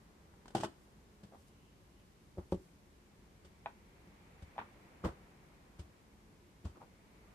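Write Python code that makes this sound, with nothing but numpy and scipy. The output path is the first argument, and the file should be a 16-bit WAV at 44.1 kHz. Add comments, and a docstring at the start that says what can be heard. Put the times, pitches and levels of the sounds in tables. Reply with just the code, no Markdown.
"""A small quiet room, the stereo microphones close to a wooden table where hard rice cake is cut up.
A handful of pieces tumbles into a glass bowl and rings it. Then a knife sticks and slips through the next
block and knocks on a cloth-covered board; the block cracks, and hard pieces clack against the blade.
A sleeve brushes past now and then, and far traffic swells under the room's rumble."""
import sys
import numpy as np
from scipy import signal
from scipy.fft import rfft, irfft, next_fast_len
from scipy.io import wavfile

SR = 44100
rng = np.random.default_rng(int(sys.argv[2]) if len(sys.argv) > 2 else 0)


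def bounce(signal):
    """Save signal as a 16-bit WAV file at the path given by the first command-line argument."""
    frames = np.transpose(np.atleast_2d(signal))
    limited = np.clip(frames, -1, 1)
    pcm = np.round(limited * 32767).astype(np.int16)
    wavfile.write(sys.argv[1], SR, pcm)


N = 323782


def from_db(db):
    """Decibels to gain."""
    return 10 ** (np.asarray(db) / 20)


def rms_one(x):
    """Scale to unit rms."""
    return x / np.sqrt(np.mean(x ** 2) + 1e-20)


def at_hz(points, hz):
    """Read a table on a log-frequency axis."""
    knots, values = np.transpose(points)
    return np.interp(np.log(hz + 1), np.log(knots), values)


def cut(x, hz, kind, order=2):
    """Butterworth low- or high-pass."""
    sections = signal.butter(order, np.clip(hz, 10, .45 * SR), kind, fs=SR, output="sos")
    return signal.sosfilt(sections, x + 1e-18)


def add(track, s, sound):
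    """Mix a short sound into a track at time s."""
    start = max(round(s * SR), 0)
    track[start:start + len(sound)] += sound[:N - start]


def delayed(x, s):
    """The same sound, s seconds later."""
    return np.interp(np.arange(N) - s * SR, np.arange(N), x, left=0)


def placed(x, lag_s, pan_db):
    """Place a source: the right microphone hears it lag_s later and pan_db weaker than the left."""
    left = delayed(x, -lag_s / 2) * from_db(pan_db / 2)
    right = delayed(x, lag_s / 2) * from_db(-pan_db / 2)
    return np.array([left, right])


def coloured(pair, spectrum):
    """Two unrelated signals become a stereo sound of this spectrum, alike in the bass."""
    # likeness of the two microphones: (frequency [Hz], correlation [-1..1])
    likeness = [(100, 0.91), (300, 0.87), (600, 0.44), (1100, -0.18), (2000, 0.035), (5000, 0.0088),
                (14000, -0.029)]
    size = pair.shape[1]
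    padded = next_fast_len(size + 2000)
    hz = np.arange(padded // 2 + 1) * SR / padded
    alike = np.clip(at_hz(likeness, hz), -.95, .995)
    mid, side = rfft(pair, padded) * rms_one(from_db(at_hz(spectrum, hz)))
    stereo = np.sqrt(1 + alike) * mid + np.sqrt(1 - alike) * side * [[1], [-1]]
    return irfft(stereo, padded)[:, :size] / np.sqrt(2)


def noise(spectrum):
    """Steady stereo noise, rms about 1."""
    return coloured(rng.standard_normal((2, N)), spectrum)


def fractures(bursts, spectrum, grains_per_s, spread_db):
    """Tiny slips and fractures of uneven size crowd around each crack or rub."""
    t, power = np.arange(N) / SR, np.zeros(N)
    for peak_s, db, rise_s, fade_s in bursts:
        slopes = np.minimum((t - peak_s) / rise_s, (peak_s - t) / fade_s)
        power += from_db(db) ** 2 * np.exp(2 * np.maximum(slopes, -20))
    sizes = from_db(spread_db * np.minimum(rng.exponential(1, (2, N)), 4))
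    signs = rng.choice([-1, 1], (2, N))
    slips = rng.random((2, N)) < grains_per_s / SR
    return coloured(rms_one(sizes * signs * slips) * np.sqrt(power), spectrum)


def struck(blows, modes, swell_cycles, scatter_db=3.0, detune=0.003):
    """Each blow rings the modes a little differently; low ones swell last, a soft contact dulls them."""
    t, out = np.arange(SR // 3) / SR, np.zeros(N)
    hz, level_db, t60 = np.array(modes).T[:, :, None]
    for s, db, contact_hz, *pitch_ratio in blows:
        spot, load = rng.standard_normal((2, len(modes), 1))
        cycles = hz * np.prod(pitch_ratio) * (1 + detune * load) * t
        fade = from_db(db + level_db + scatter_db * spot - 60 * t / t60)
        swell = 1 - np.exp(-cycles / swell_cycles)
        rings = fade * swell * np.sin(2 * np.pi * cycles)
        add(out, s, cut(rings.sum(0), contact_hz, "low"))
    return out


def room_tone(rumble_db=-63, hiss_db=-71):
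    """The room's steady rumble and faint hiss."""
    # spectra of both: (frequency [Hz], relative level [dB])
    rumble = [(13, -11), (22, -11), (32, -6), (48, 2.5), (124, -6), (201, -2.5), (219, -3), (238, -12),
              (288, -8), (326, -11.5), (355, -6), (380, -11), (419, -10.5), (481, -14), (600, -17.5),
              (780, -49), (1320, -120)]
    hiss = [(350, -47), (600, -6), (761, -3.5), (903, -3), (1070, -3), (1320, -7.5), (1770, -8.5),
            (2150, -8.5), (2430, -11), (2960, -11), (3420, -12.5), (7240, -15.5), (14000, -22.5)]
    return from_db(rumble_db) * noise(rumble) + from_db(hiss_db) * noise(hiss)


def far_traffic(tyre_lead_s=0.3):
    """Distant vehicles swell and fade; their tyres are loudest on the approach."""
    # vehicles: (time when nearest [s], roar [dB], tyre hiss [dB], half length of the pass [s])
    passes = [(.35, -70, -95, 1), (4.9, -64.5, -72, 1), (7.45, -66.5, -75.5, 0.44)]
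    # spectra from afar: (frequency [Hz], relative level [dB])
    road_roar = [(150, -0.5), (400, -2.5), (900, -2.5), (1400, -7), (2200, -11.5), (4000, -31.5)]
    tyre_hiss = [(900, -27), (1600, -3.5), (2300, 2.5), (3000, -9), (4500, -15.5), (9000, -64)]
    s, roar_db, tyre_db, half_s = np.array(passes).T[:, :, None]
    t = np.arange(N) / SR
    roar = np.linalg.norm(from_db(roar_db) / (1 + ((t - s) / half_s) ** 2), axis=0)
    tyres = np.linalg.norm(from_db(tyre_db) / (1 + ((t + tyre_lead_s - s) / half_s) ** 2), axis=0)
    return roar * noise(road_roar) + tyres * noise(tyre_hiss)


def room(x, near_db=-16.0, near_t60=0.044, far_db=-3.0, far_t60=0.22, gap_s=0.00299):
    """Dense quick reflections off the table and the things on it, then the room's short tail."""
    # spectrum of the reflections: (frequency [Hz], relative level [dB])
    room_colour = [(100, -35), (300, 13), (700, -5.5), (1500, 6.5), (3000, 0.5), (14000, 10.5)]
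    t = np.arange(SR // 2) / SR
    fade = sum(from_db(db - 60 * t / t60) * np.sqrt(np.log(1e6) / (t60 * SR))  # db sets total energy
               for db, t60 in [(near_db, near_t60), (far_db, far_t60)])
    echoes = coloured(rng.standard_normal((2, len(t))) * fade, room_colour)
    return signal.fftconvolve(delayed(x, gap_s)[None], echoes, axes=1)[:, :N]


def sleeve():
    """Cloth brushes past in a faint, bright rustle."""
    # brushes: (peak time [s], level [dB], rise [s], fade [s])
    brushes = [(.83, -77, 0.054, 0.078), (1.415, -74, 0.063, 0.039), (1.485, -69, 0.016, .012),
               (2.64, -75.5, 0.33, 0.09)]
    # spectrum of the cloth: (frequency [Hz], relative level [dB])
    brush_colour = [(2000, -6), (5000, 9.5), (8000, 10.5), (14000, 3)]
    return fractures(brushes, brush_colour, grains_per_s=11000, spread_db=6.5)


def block():
    """The block whispers as it is slid into place, and crackles as a crack runs on through it."""
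    # cracks and slides: (peak time [s], level [dB], rise [s], fade [s])
    splits = [(4.592, -45, 0.0055, 0.025), (5.054, -46.5, 0.0079, .024)]
    slides = [(1.7, -78, 0.24, 0.11), (2.0, -76, 0.045, 0.045)]
    # their spectra: (frequency [Hz], relative level [dB])
    split_colour = [(400, -28), (800, -3), (1100, 6), (1500, 0), (1900, -2), (2600, -8.5), (3500, -15),
                    (4500, -25), (9000, -45)]
    slide_colour = [(1800, -25), (2600, 0), (3050, 4), (3600, -18), (5000, -26), (12000, -36)]
    cracking = fractures(splits, split_colour, grains_per_s=4400, spread_db=4.0)
    sliding = fractures(slides, slide_colour, grains_per_s=13000, spread_db=1.0)
    return cracking + sliding


def friction(crunches, scrapes):
    """Dry cake crunches in fine grains; the blade and loose pieces scrape in coarser, duller ones."""
    # spectra of crunch and scrape: (frequency [Hz], relative level [dB])
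    grit_colour = [(600, 9), (1500, 5.5), (2200, -3.5), (3100, 4), (4000, -2), (5000, -0.5), (6300, -4.5),
                   (8600, -3), (10200, -15.5), (14000, -21)]
    scrape_colour = [(250, -4.5), (550, -6.5), (850, -9), (1200, -9), (1700, -23), (2600, -32), (4000, -34),
                     (9000, -45)]
    crunch = fractures(crunches, grit_colour, grains_per_s=12000, spread_db=1.5)
    scrape = fractures(scrapes, scrape_colour, grains_per_s=5600, spread_db=4.5)
    return crunch + scrape


def table(thuds, decay_s=0.05, rebound_s=0.0428, rebound_db=-14.0):
    """A push shakes the table: the thud swells and dies, and the board settles back once on its cloth."""
    t, out = np.arange(SR // 3) / SR, np.zeros(N)
    age = t * np.log(1000) / decay_s
    for s, db, hz in thuds:
        add(out, s, from_db(db) * age * np.exp(1 - age) * np.sin(2 * np.pi * hz * t))
    return out + from_db(rebound_db) * delayed(out, rebound_s)


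def cutting_board(jolts):
    """The board answers each jolt with a low, short knock."""
    # modes of the board: (frequency [Hz], level [dB], t60 [s])
    board_modes = [(106, -1.5, 0.063), (193, -4.5, 0.075), (294, -7.5, 0.047), (373, -2.5, 0.053),
                   (442, -7.5, .05), (527, -4, 0.033), (580, -3.5, 0.014), (854, -16.5, 0.055),
                   (1090, -26, 0.03), (1270, -28, 0.058), (1420, -34, 0.026)]
    return cut(struck(jolts, board_modes, swell_cycles=0.02), hz=61.0, kind="high")


def handful_in_bowl(crunch_rise_s=0.00098, crunch_fade_s=0.0092):
    """Each contact of the tumbling pieces is a blow on the glass and a short crunch."""
    # landings: (time [s], strength [dB], contact brightness [Hz], crunch [dB])
    drops = [(.4565, -54, 1000, -60), (0.4799, -60, 2000, -53), (0.505, -51.5, 1200, -60.5),
             (0.5497, -27.5, 1000, -37.5), (.564, -39.5, 700, -60), (0.568, -47, 900, -44),
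             (0.5805, -36, 1400, -46), (0.592, -40, 400, -62), (.601, -36.5, 800, -48),
             (.608, -45, 1100, -43), (.626, -40, 352, -55), (0.6347, -39, 700, -41),
             (0.6427, -30.5, 1410, -47), (.647, -42, 800, -56)]
    # pieces rub on each other as they settle: (peak time [s], level [dB], rise [s], fade [s])
    rubs = [(.557, -47, .0022, 0.058), (.649, -44.5, 0.015, 0.012)]
    # modes of the glass: (frequency [Hz], level [dB], t60 [s])
    bowl_modes = [(117, -12, 0.052), (216.6, -8, 0.12), (279, -5.5, 0.041), (345, -6.5, 0.1),
                  (390, -9, 0.11), (520, -34, .07), (705, 5.5, 0.009), (790, -5, 0.017), (1270, -19, 0.04),
                  (1490, -11, 0.05), (2620, -25, 0.1), (2930, -17, 0.17), (2950, -16, 0.14),
                  (3100, -10, 0.13), (3260, -15, 0.13), (3540, -14, 0.11), (4530, -16, 0.23)]
    blows = [(s, db, hz) for s, db, hz, _ in drops]
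    crunches = [(s + crunch_rise_s, db, crunch_rise_s, crunch_fade_s) for s, _, _, db in drops]
    glass = cut(struck(blows, bowl_modes, swell_cycles=0.14), hz=99, kind="high")
    return glass, rubs + crunches


def loose_pieces(flat_s=0.0075, flat_pitch=1.08):
    """A hard piece clacks on the blade or another piece, strikes again a moment later as it falls flat, and
    scrapes to rest."""
    # clacks: (time [s], clack [dB], second strike as it falls flat [dB], contact brightness [Hz], pitch [ratio,
    # high for a small piece], scrape [dB])
    clacks = [(.3378, -59.5, -70, 2000, 0.97, -87), (.457, -52.5, -62, 2000, 1.18, -70),
              (.5512, -21.5, -55, 656, .94, -50.5), (0.6337, -21.5, -40, 940, 1.04, -52),
              (1.323, -48, -61, 600, .88, -61), (1.336, -46, -66, 700, 0.78, -61),
              (1.3465, -47.5, -55, 800, 0.87, -66), (2.5231, -22.5, -39, 540, .9, -60),
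              (3.6593, -29, -41, 2800, 0.99, -57), (4.563, -44.5, -66, 800, 0.92, -61),
              (4.5802, -31.5, -38.5, 2440, 0.98, -50.5), (4.614, -43, -56, 1600, 1.1, -61),
              (5.0406, -41, -37, 1800, 1.42, -51), (6.757, -56, -65, 900, 1.6, -57.5),
              (6.805, -54, -50, 650, 1.05, -56), (6.8165, -42, -44, 655, 1.07, -60)]
    # modes of a piece: (frequency [Hz], level [dB], t60 [s])
    piece_modes = [(689, -15, 0.076), (842, -19.5, 0.088), (851, 7.5, 0.013), (965, -17, 0.11),
                   (1033, -16, 0.063), (1254, -19.5, 0.087), (1530, -26, 0.07), (1800, 2, 0.0073),
                   (1870, -27, 0.043), (2430, -4, 0.012), (3270, -21, 0.034), (3530, -4.5, 0.0054)]
    scrape_lag_s, scrape_rise_s, scrape_fade_s = 0.012, 0.013, 0.025
    blows, scrapes = [], []
    for s, clack_db, flat_db, contact_hz, pitch, scrape_db in clacks:
        blows.append((s, clack_db, contact_hz, pitch))
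        blows.append((s + flat_s, flat_db, contact_hz, pitch * flat_pitch))
        scrapes.append((s + scrape_lag_s, scrape_db, scrape_rise_s, scrape_fade_s))
    clacking = cut(struck(blows, piece_modes, swell_cycles=0.85), hz=420, kind="high")
    return clacking, scrapes


def knife(jolt_count=7, jolt_gap_s=0.0055, uneven=0.046, loss_db_per_span=10):
    """The blade sticks and slips in jolts, strongest at full force, with a thud, a crunch and a drag."""
    # blade or block is pushed onto the board: (time [s], bite from touch to full force [s], knock [dB],
    # contact brightness [Hz], board pitch [ratio], thud [dB], thud pitch [Hz], crunch [dB], drag [dB])
    strokes = [(1.2329, 0.0034, -42.5, 213, 1.06, -64, 80, -59.5, -65),
               (2.373, 0.0084, -41.5, 780, 0.97, -38, 78, -71, -52),
               (2.5232, 0.0004, -25.5, 710, .99, -34.5, 96, -50, -57),
               (2.5445, 0.00064, -36, 560, 0.96, -43, 62, -60, -70),
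               (3.447, 0.0034, -63, 600, 1, -59, 79, -59.5, -86),
               (4.073, 0.0013, -46.5, 182, 1, -63, 78.5, -70, -70),
               (4.419, 0.0055, -49, 150, 0.97, -43.5, 78, -61.5, -73),
               (5.039, 0.0097, -33, 516, 0.963, -31, 70, -49, -36),
               (5.074, 0.00041, -36, 450, 0.87, -66, 60, -71, -63),
               (5.789, 0.0056, -48.5, 260, 0.92, -39, 79.5, -54.5, -69),
               (6.642, 0.011, -42.5, 272, 1.05, -35, 78, -57, -55)]
    shortest_span_s, drag_lag_s = 0.0054, 0.0034
    crunch_rise, crunch_fade, drag_rise, drag_fade = 0.34, 1.82, 0.37, 1.93  # in spans
    jolts, thuds, crunches, drags = [], [], [], []
    for s, bite, knock_db, contact_hz, pitch, thud_db, thud_hz, crunch_db, drag_db in strokes:
        span = shortest_span_s + bite  # a slow bite draws the stroke out
        for age in jolt_gap_s * np.arange(jolt_count) * (1 + uneven * rng.standard_normal(jolt_count)):
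            jolt_db = knock_db - loss_db_per_span * abs(age - bite) / span
            jolts.append((s + age, jolt_db, contact_hz, pitch))
        thuds.append((s + 0.72 * bite, thud_db, thud_hz))  # starts just before full force
        crunches.append((s + bite, crunch_db, crunch_rise * span, crunch_fade * span))
        drags.append((s + bite + drag_lag_s, drag_db, drag_rise * span, drag_fade * span))
    return jolts, thuds, crunches, drags


def scene():
    """Bowl, board and pieces sound close by, each from its own place near the middle of the table."""
    jolts, thuds, cut_crunches, drags = knife()
    bowl, bowl_crunches = handful_in_bowl()
    handful_thud = (.553, -37.5, 113)  # its weight shakes the table: (time [s], level [dB], pitch [Hz])
    board = cutting_board(jolts) + table(thuds + [handful_thud])
    pieces, scrapes = loose_pieces()
    direct = (placed(bowl, lag_s=-0.000068, pan_db=1.0)
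              + placed(board, lag_s=0.00004, pan_db=0.5)
              + placed(pieces, lag_s=0.0001, pan_db=0.5))
    rubbing = friction(bowl_crunches + cut_crunches, drags + scrapes) + block() + sleeve()
    reflections = room(from_db(-5.5) * bowl + from_db(-7.0) * board + pieces)
    return direct + reflections + rubbing + room_tone() + far_traffic()


def record(dry):
    """The microphones lose the deepest bass, the left one is a little louder, and the top ends steeply."""
    heard = cut(dry, hz=35.5, kind="high") * from_db([[.2], [-.2]])
    cutoff_hz = 14350
    return signal.sosfilt(signal.ellip(12, .1, 90, cutoff_hz, fs=SR, output="sos"), heard)


dry = scene()
out = record(dry)
bounce(out)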